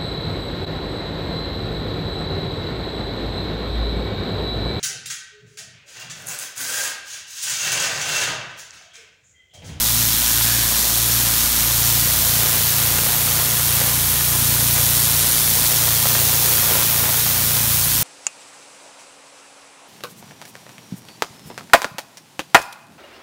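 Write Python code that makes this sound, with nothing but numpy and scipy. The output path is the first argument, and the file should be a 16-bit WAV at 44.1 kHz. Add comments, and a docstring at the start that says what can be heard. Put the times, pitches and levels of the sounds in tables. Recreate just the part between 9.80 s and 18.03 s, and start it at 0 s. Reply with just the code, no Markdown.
"""Pressure washer on wet concrete

A rotary nozzle scours a slab a few steps away. Droplet impacts make a hiss, which the circling jet
modulates into a buzz; it spatters and slaps where it digs into standing water. Further off chugs a
single-cylinder petrol engine, whose fourth harmonic beats slowly against the hum of the nozzle."""
import sys
import numpy as np
from scipy.fft import rfft, irfft, next_fast_len
from scipy.io import wavfile
from scipy.ndimage import map_coordinates

SR = 44100
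rng = np.random.default_rng(int(sys.argv[2]) if len(sys.argv) > 2 else 0)


def wav_out(sig):
    """Save sig, one row per channel (or a flat mono array), as 16-bit PCM at SR to the path in sys.argv[1]."""
    wavfile.write(sys.argv[1], SR, np.round(np.clip(np.atleast_2d(sig).T, -1, 1) * 32767).astype(np.int16))


N = 362943


def amp(db):
    """Decibels to amplitude ratio."""
    return 10 ** (np.asarray(db) / 20)


def unit(x):
    """Normalisation to rms 1."""
    return x / np.sqrt(np.mean(x ** 2) + 1e-20)


def curves(rows):
    """Linear interpolation: one value per sample for each column after the time."""
    times, *columns = np.transpose(rows)
    return [np.interp(np.arange(N) / SR, times, column) for column in columns]


def wobble(rate_hz):
    """Smooth random modulation: a spline through rate_hz Gaussian knots a second."""
    knots = rng.standard_normal(int(N * rate_hz / SR) + 4)
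    return map_coordinates(knots, [np.arange(N) * rate_hz / SR])


def swell(peak_s, rise_s, fall_s):
    """A Gaussian envelope of height 1, with its own width on each side."""
    t = np.arange(N) / SR - peak_s
    return np.exp(-(t / np.where(t < 0, rise_s, fall_s)) ** 2)


def angle(hz):
    """Phase in radians, the integral of frequency."""
    return 2 * np.pi * np.cumsum(hz) / SR


def filtered(x, response):
    """Linear filtering: the spectrum of x times a frequency response."""
    size = next_fast_len(N + SR // 4)
    return irfft(rfft(x, size) * response(np.fft.rfftfreq(size, 1 / SR)), size)[:N]


def shaped(x, spectrum):
    """Filtering by (frequency_hz, gain_db) points joined on a log frequency axis."""
    points_hz, db = np.transpose(spectrum)
    return filtered(x, lambda hz: amp(np.interp(np.log(hz + 1), np.log(points_hz), db)))


def coloured(x, spectrum):
    """Spectral shaping at rms 1."""
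    return unit(shaped(x, spectrum))


def noise_band(centre_hz, width_hz):
    """Narrow-band noise with a Gaussian spectrum, at rms 1."""
    return unit(filtered(rng.standard_normal(N), lambda hz: np.exp(-((hz - centre_hz) / width_hz) ** 2)))


def drops(per_second, spread_db, share):
    """Shot noise: impacts of scattered sizes carry a share of the power, turbulence the rest."""
    hits = (rng.random(N) < per_second / SR) * np.sign(rng.standard_normal(N))
    sizes = amp(spread_db * np.clip(rng.standard_normal(N), -2, 2))
    return np.sqrt(share) * unit(hits * sizes) + np.sqrt(1 - share) * rng.standard_normal(N)


def chop(phase, depth):
    """Amplitude modulation: a gain that peaks once a cycle, with mean power near 1."""
    power = np.exp(depth * (np.cos(phase) + 0.12 * np.cos(2 * phase)))
    return np.sqrt(power / (1 + depth ** 2 / 4))


def jet(turn, depth):
    """Impact noise: fine droplets hammer the concrete as a coarse rush, a sizzle and a hiss of mist."""
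    # the jet's three bands: time_s, rush_db, sizzle_db, mist_db
    band_levels = [(0, -21.7, -21, -24), (1, -22, -21, -25), (2.4, -22.5, -20.5, -22.4),
                   (2.9, -23.5, -21, -23.5), (4.25, -24.6, -20.5, -24.3), (5, -23, -20, -22.7),
                   (5.45, -22.5, -19.5, -23.3), (6.15, -22, -21, -21.3), (6.9, -23, -20.6, -20.8),
                   (7.15, -24, -22, -21.5), (8.23, -24, -21, -23)]
    # a narrow band of the hiss brightens for a while: time_s, level_db
    ring_levels = [(3.7, -48), (4.4, -32), (5.6, -27.5), (6.7, -32)]
    # spectra of the three bands: frequency_hz, gain_db
    rush_spectrum = [(600, -31), (2000, -12.5), (2900, -9), (3250, -2.5), (4500, -1), (6100, 0),
                     (7600, -1.5), (9000, -7), (12000, -41), (16000, -36)]
    sizzle_spectrum = [(4000, -26), (7000, -11), (8600, -2), (9600, -1.5), (11400, 2), (12700, 1.5),
                       (13800, -8.5), (16000, -40)]
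    mist_spectrum = [(9000, -25), (12400, -12), (13500, -2), (14400, -.6), (15750, .6), (15900, -40)]
    rush_db, sizzle_db, mist_db = curves(band_levels)
    ring_db, = curves(ring_levels)
    rush = coloured(drops(3000, spread_db=3.5, share=0.22) * chop(turn, 1.35 * depth), rush_spectrum)
    sizzle = coloured(drops(4000, spread_db=1.5, share=0.25) * chop(turn, 1.4 * depth), sizzle_spectrum)
    mist = coloured(drops(4000, spread_db=5, share=0.34) * chop(turn, 0.63 * depth), mist_spectrum)
    ring = amp(ring_db) * noise_band(centre_hz=9700, width_hz=650)
    notes = (ring + hollow_note()) * chop(turn, depth)
    # the jet breaks up unevenly, so all of its bands flutter together
    flutter = amp(0.26 * wobble(14) + 0.53 * wobble(240))
    return flutter * (amp(rush_db) * rush + amp(sizzle_db) * sizzle + amp(mist_db) * mist + notes)


def splash(turn, depth):
    """Common excitation: each sweep's impacts on the water film feed a low splatter and a bright spray."""
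    # water torn off the slab between surges: time_s, splatter_db, spray_db
    splash_levels = [(0, -42.5, -32), (.5, -42, -29.5), (1.08, -38.5, -33), (1.5, -40, -29.5),
                     (2.2, -38.5, -31), (3.3, -36, -30), (4.4, -38.3, -31), (6.6, -35, -31),
                     (6.95, -35, -29), (7.6, -36, -31), (8.23, -42, -31.5)]
    # the jet runs into standing water: peak_s, splatter_boost_db
    surges = [(1, 2.5), (2.66, 4.5), (3.25, 2), (3.62, 4), (4.06, 4), (5, 3.5), (5.82, 1.5), (6.1, 2),
              (6.36, 3.5), (6.96, 5), (7.28, 2.5)]
    # spectra of the thrown water: frequency_hz, gain_db
    splatter_spectrum = [(60, -18), (200, -3.5), (330, -2.5), (430, 0.5), (570, 0.5), (850, -3.5),
                         (1500, -8), (3000, -17), (8000, -36)]
    spray_spectrum = [(300, -44), (600, -9), (950, -2.5), (1650, -1.5), (2200, -2.5), (3000, -1.5),
                      (5000, -11), (10000, -37)]
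    splatter_db, spray_db = curves(splash_levels)
    surge_db = sum(db * swell(peak_s, rise_s=0.077, fall_s=0.066) for peak_s, db in surges)
    surge_db += 0.64 * wobble(11)
    impacts = drops(900, spread_db=5.5, share=0.51) * chop(turn, 2.75 * depth)
    droplets = 1.46 * drops(1300, spread_db=2.5, share=0.66) * chop(turn, 1.7 * depth)
    splatter = amp(splatter_db + surge_db) * coloured(impacts, splatter_spectrum)
    spray = amp(spray_db + 0.22 * surge_db) * coloured(impacts + droplets, spray_spectrum)
    return splatter + spray


def reflections(x, count=10):
    """Multipath: planter, wall and legs return weak copies whose delays drift as the wand moves."""
    delays_s = [rng.uniform(.001, .009) + .00008 * wobble(2) for _ in range(count)]
    return amp(-25) * sum(map_coordinates(x, [np.arange(N) - SR * delay]) for delay in delays_s)


def nozzle(turn):
    """Rotating imbalance: the rotor shakes the wand at its turning rate and the octave above."""
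    # the rotor's hum as the wand moves: time_s, level_db
    hum_levels = [(0, -31.5), (2.5, -30), (3.3, -31), (4.8, -29.5), (5.7, -32), (6.1, -28), (7.3, -32),
                  (7.9, -28.5)]
    hum_db, = curves(hum_levels)
    octave = amp(-45 + 4.3 * wobble(5.5)) * np.sin(2 * turn)
    fundamental = amp(hum_db + 0.67 * wobble(7)) * np.sin(turn)
    return octave - fundamental


def harmonics(phase, lines):
    """A harmonic series whose lines waver independently in level."""
    return np.sqrt(2) * sum(amp(db + .4 * wobble(6)) * np.sin(round(k) * phase) for k, db in lines)


def engine(pace):
    """Periodic excitation: one firing every two turns gives chugging harmonics over a pulsing rumble."""
    # the block's boom and the exhaust's drone at the moving listener: time_s, level_db
    boom_levels = [(0, -33), (2.2, -33), (2.6, -35), (2.85, -45), (3.12, -34), (3.4, -42), (3.9, -37),
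                   (4.8, -34.5), (5.7, -39.5), (7.25, -43), (8.23, -36.5)]
    drone_levels = [(0, -42), (.5, -43), (1, -51), (2.2, -35), (4.76, -32.5), (7, -34.5), (8.23, -33.5)]
    # their lines, at multiples of the firing rate: harmonic_number, relative_db
    block_lines = [(2, 0), (4, -3), (6, -22), (7, -22), (8, -12), (10, -13.5), (11, -20.5), (12, -19.5)]
    exhaust_lines = [(3, -3), (5, 0), (7, -15), (12, -29)]
    # spectrum of the machine's rumble: frequency_hz, gain_db
    rumble_spectrum = [(15, -30), (30, -19), (60, 2), (120, 3.5), (200, 4), (290, 2), (360, -4.5),
                       (450, -18), (1000, -24), (3000, -50)]
    firing_hz, beat_hz = 29.2, 2.7
    boom_db, = curves(boom_levels)
    drone_db, = curves(drone_levels)
    # uneven firing intervals roughen the high harmonics most
    cycle = angle(firing_hz * pace) + .035 * wobble(29)
    boom = amp(boom_db) * harmonics(cycle, block_lines)
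    drone = amp(drone_db) * harmonics(cycle, exhaust_lines)
    # tones just above the third and sixth harmonics beat with them, heard as a throb
    near_third = amp(drone_db - 6) * np.sin(3 * cycle + angle(beat_hz * pace))
    near_sixth = amp(boom_db - 9.5) * np.sin(angle(179.5 + 1.263 * wobble(2.4)))
    rumble = amp(-39.5) * coloured(rng.standard_normal(N) * chop(cycle, depth=0.44), rumble_spectrum)
    return boom + drone + near_sixth - near_third + rumble


def hollow_note():
    """Narrow-band noise has a pitch: a brief note in the spray swells, glides upward and fades."""
    peak_s, half_length_s, glide_hz_per_s = .73, 0.27, 400
    pitch_hz = 1694 + glide_hz_per_s * (np.arange(N) / SR - peak_s)
    band = unit(noise_band(centre_hz=0, width_hz=200) * np.sin(angle(pitch_hz)))
    return amp(-35) * swell(peak_s, half_length_s, half_length_s) * band


def slaps():
    """Broadband transients: a single sweep bursts through a puddle with a sharp, fast-decaying crack."""
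    # noise bursts ahead of their colouring: start_s, peak_db
    bursts = [(3.187, -10), (3.265, -14), (4.015, -13), (4.982, -15), (6.256, -8), (6.352, -11),
              (6.782, -10), (6.825, -12), (6.954, -9.5), (7.024, -12), (7.05, -11), (7.294, -16)]
    # colouring of a slap: frequency_hz, gain_db
    slap_spectrum = [(100, 0), (300, 11), (550, 13), (1200, 11), (2500, 6), (5000, 0), (12000, -9)]
    t60_s = .014
    cracks, t = np.zeros(N), np.arange(SR // 50) / SR
    for start_s, peak_db in bursts:
        burst = rng.standard_normal(len(t)) * amp(-60 * t / t60_s)
        cracks[round(start_s * SR):][:len(t)] += amp(peak_db) * burst / np.abs(burst).max()
    return shaped(cracks, slap_spectrum)


def slab_response(hz):
    """Destructive interference: the slab's reflection weakens narrow bands."""
    # interference dips: centre_hz, width_hz, gain_db
    notches = [(4950, 190, -3), (7700, 310, -2), (10390, 330, -3.5)]
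    return amp(sum(db * np.exp(-((hz - centre) / width) ** 2) for centre, width, db in notches))


def scene():
    """Superposition: water noise and its reflections add to the hum of nozzle and engine."""
    # nominal speed of the nozzle's rotor: time_s, rotation_hz
    rotor_speeds = [(0, 114.1), (.4, 114.8), (1.2, 115.4), (2.17, 115.5), (2.41, 114.1), (3.05, 114.6),
                    (3.14, 115.85), (3.98, 116.4), (4.27, 119), (4.8, 117), (5.37, 115.5), (5.5, 116.35),
                    (6.2, 116), (7.2, 115.4), (8.23, 114.7)]
    # how deeply the circling jet chops the hiss: time_s, relative_depth
    chop_depths = [(0, 0.4), (1.05, 0.25), (1.5, .25), (3.9, 0.3), (4.3, 0.1), (5.2, .37), (8.23, 0.24)]
    spin_hz, = curves(rotor_speeds)
    depth, = curves(chop_depths)
    # the engine drives the pump, so the rotor shares its slight drift in speed
    pace = 1 + .0015 * wobble(4)
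    turn = angle(spin_hz * pace)
    water = filtered(jet(turn, depth) + splash(turn, depth) + slaps(), slab_response)
    return (water + reflections(water) + nozzle(turn) + engine(pace))[None]


def record(dry):
    """Band limiting: an ideal low-pass filter removes the highest treble."""
    cutoff_hz = 15740
    return filtered(dry[0], lambda hz: hz < cutoff_hz)[None]


dry = scene()
out = record(dry)
wav_out(out)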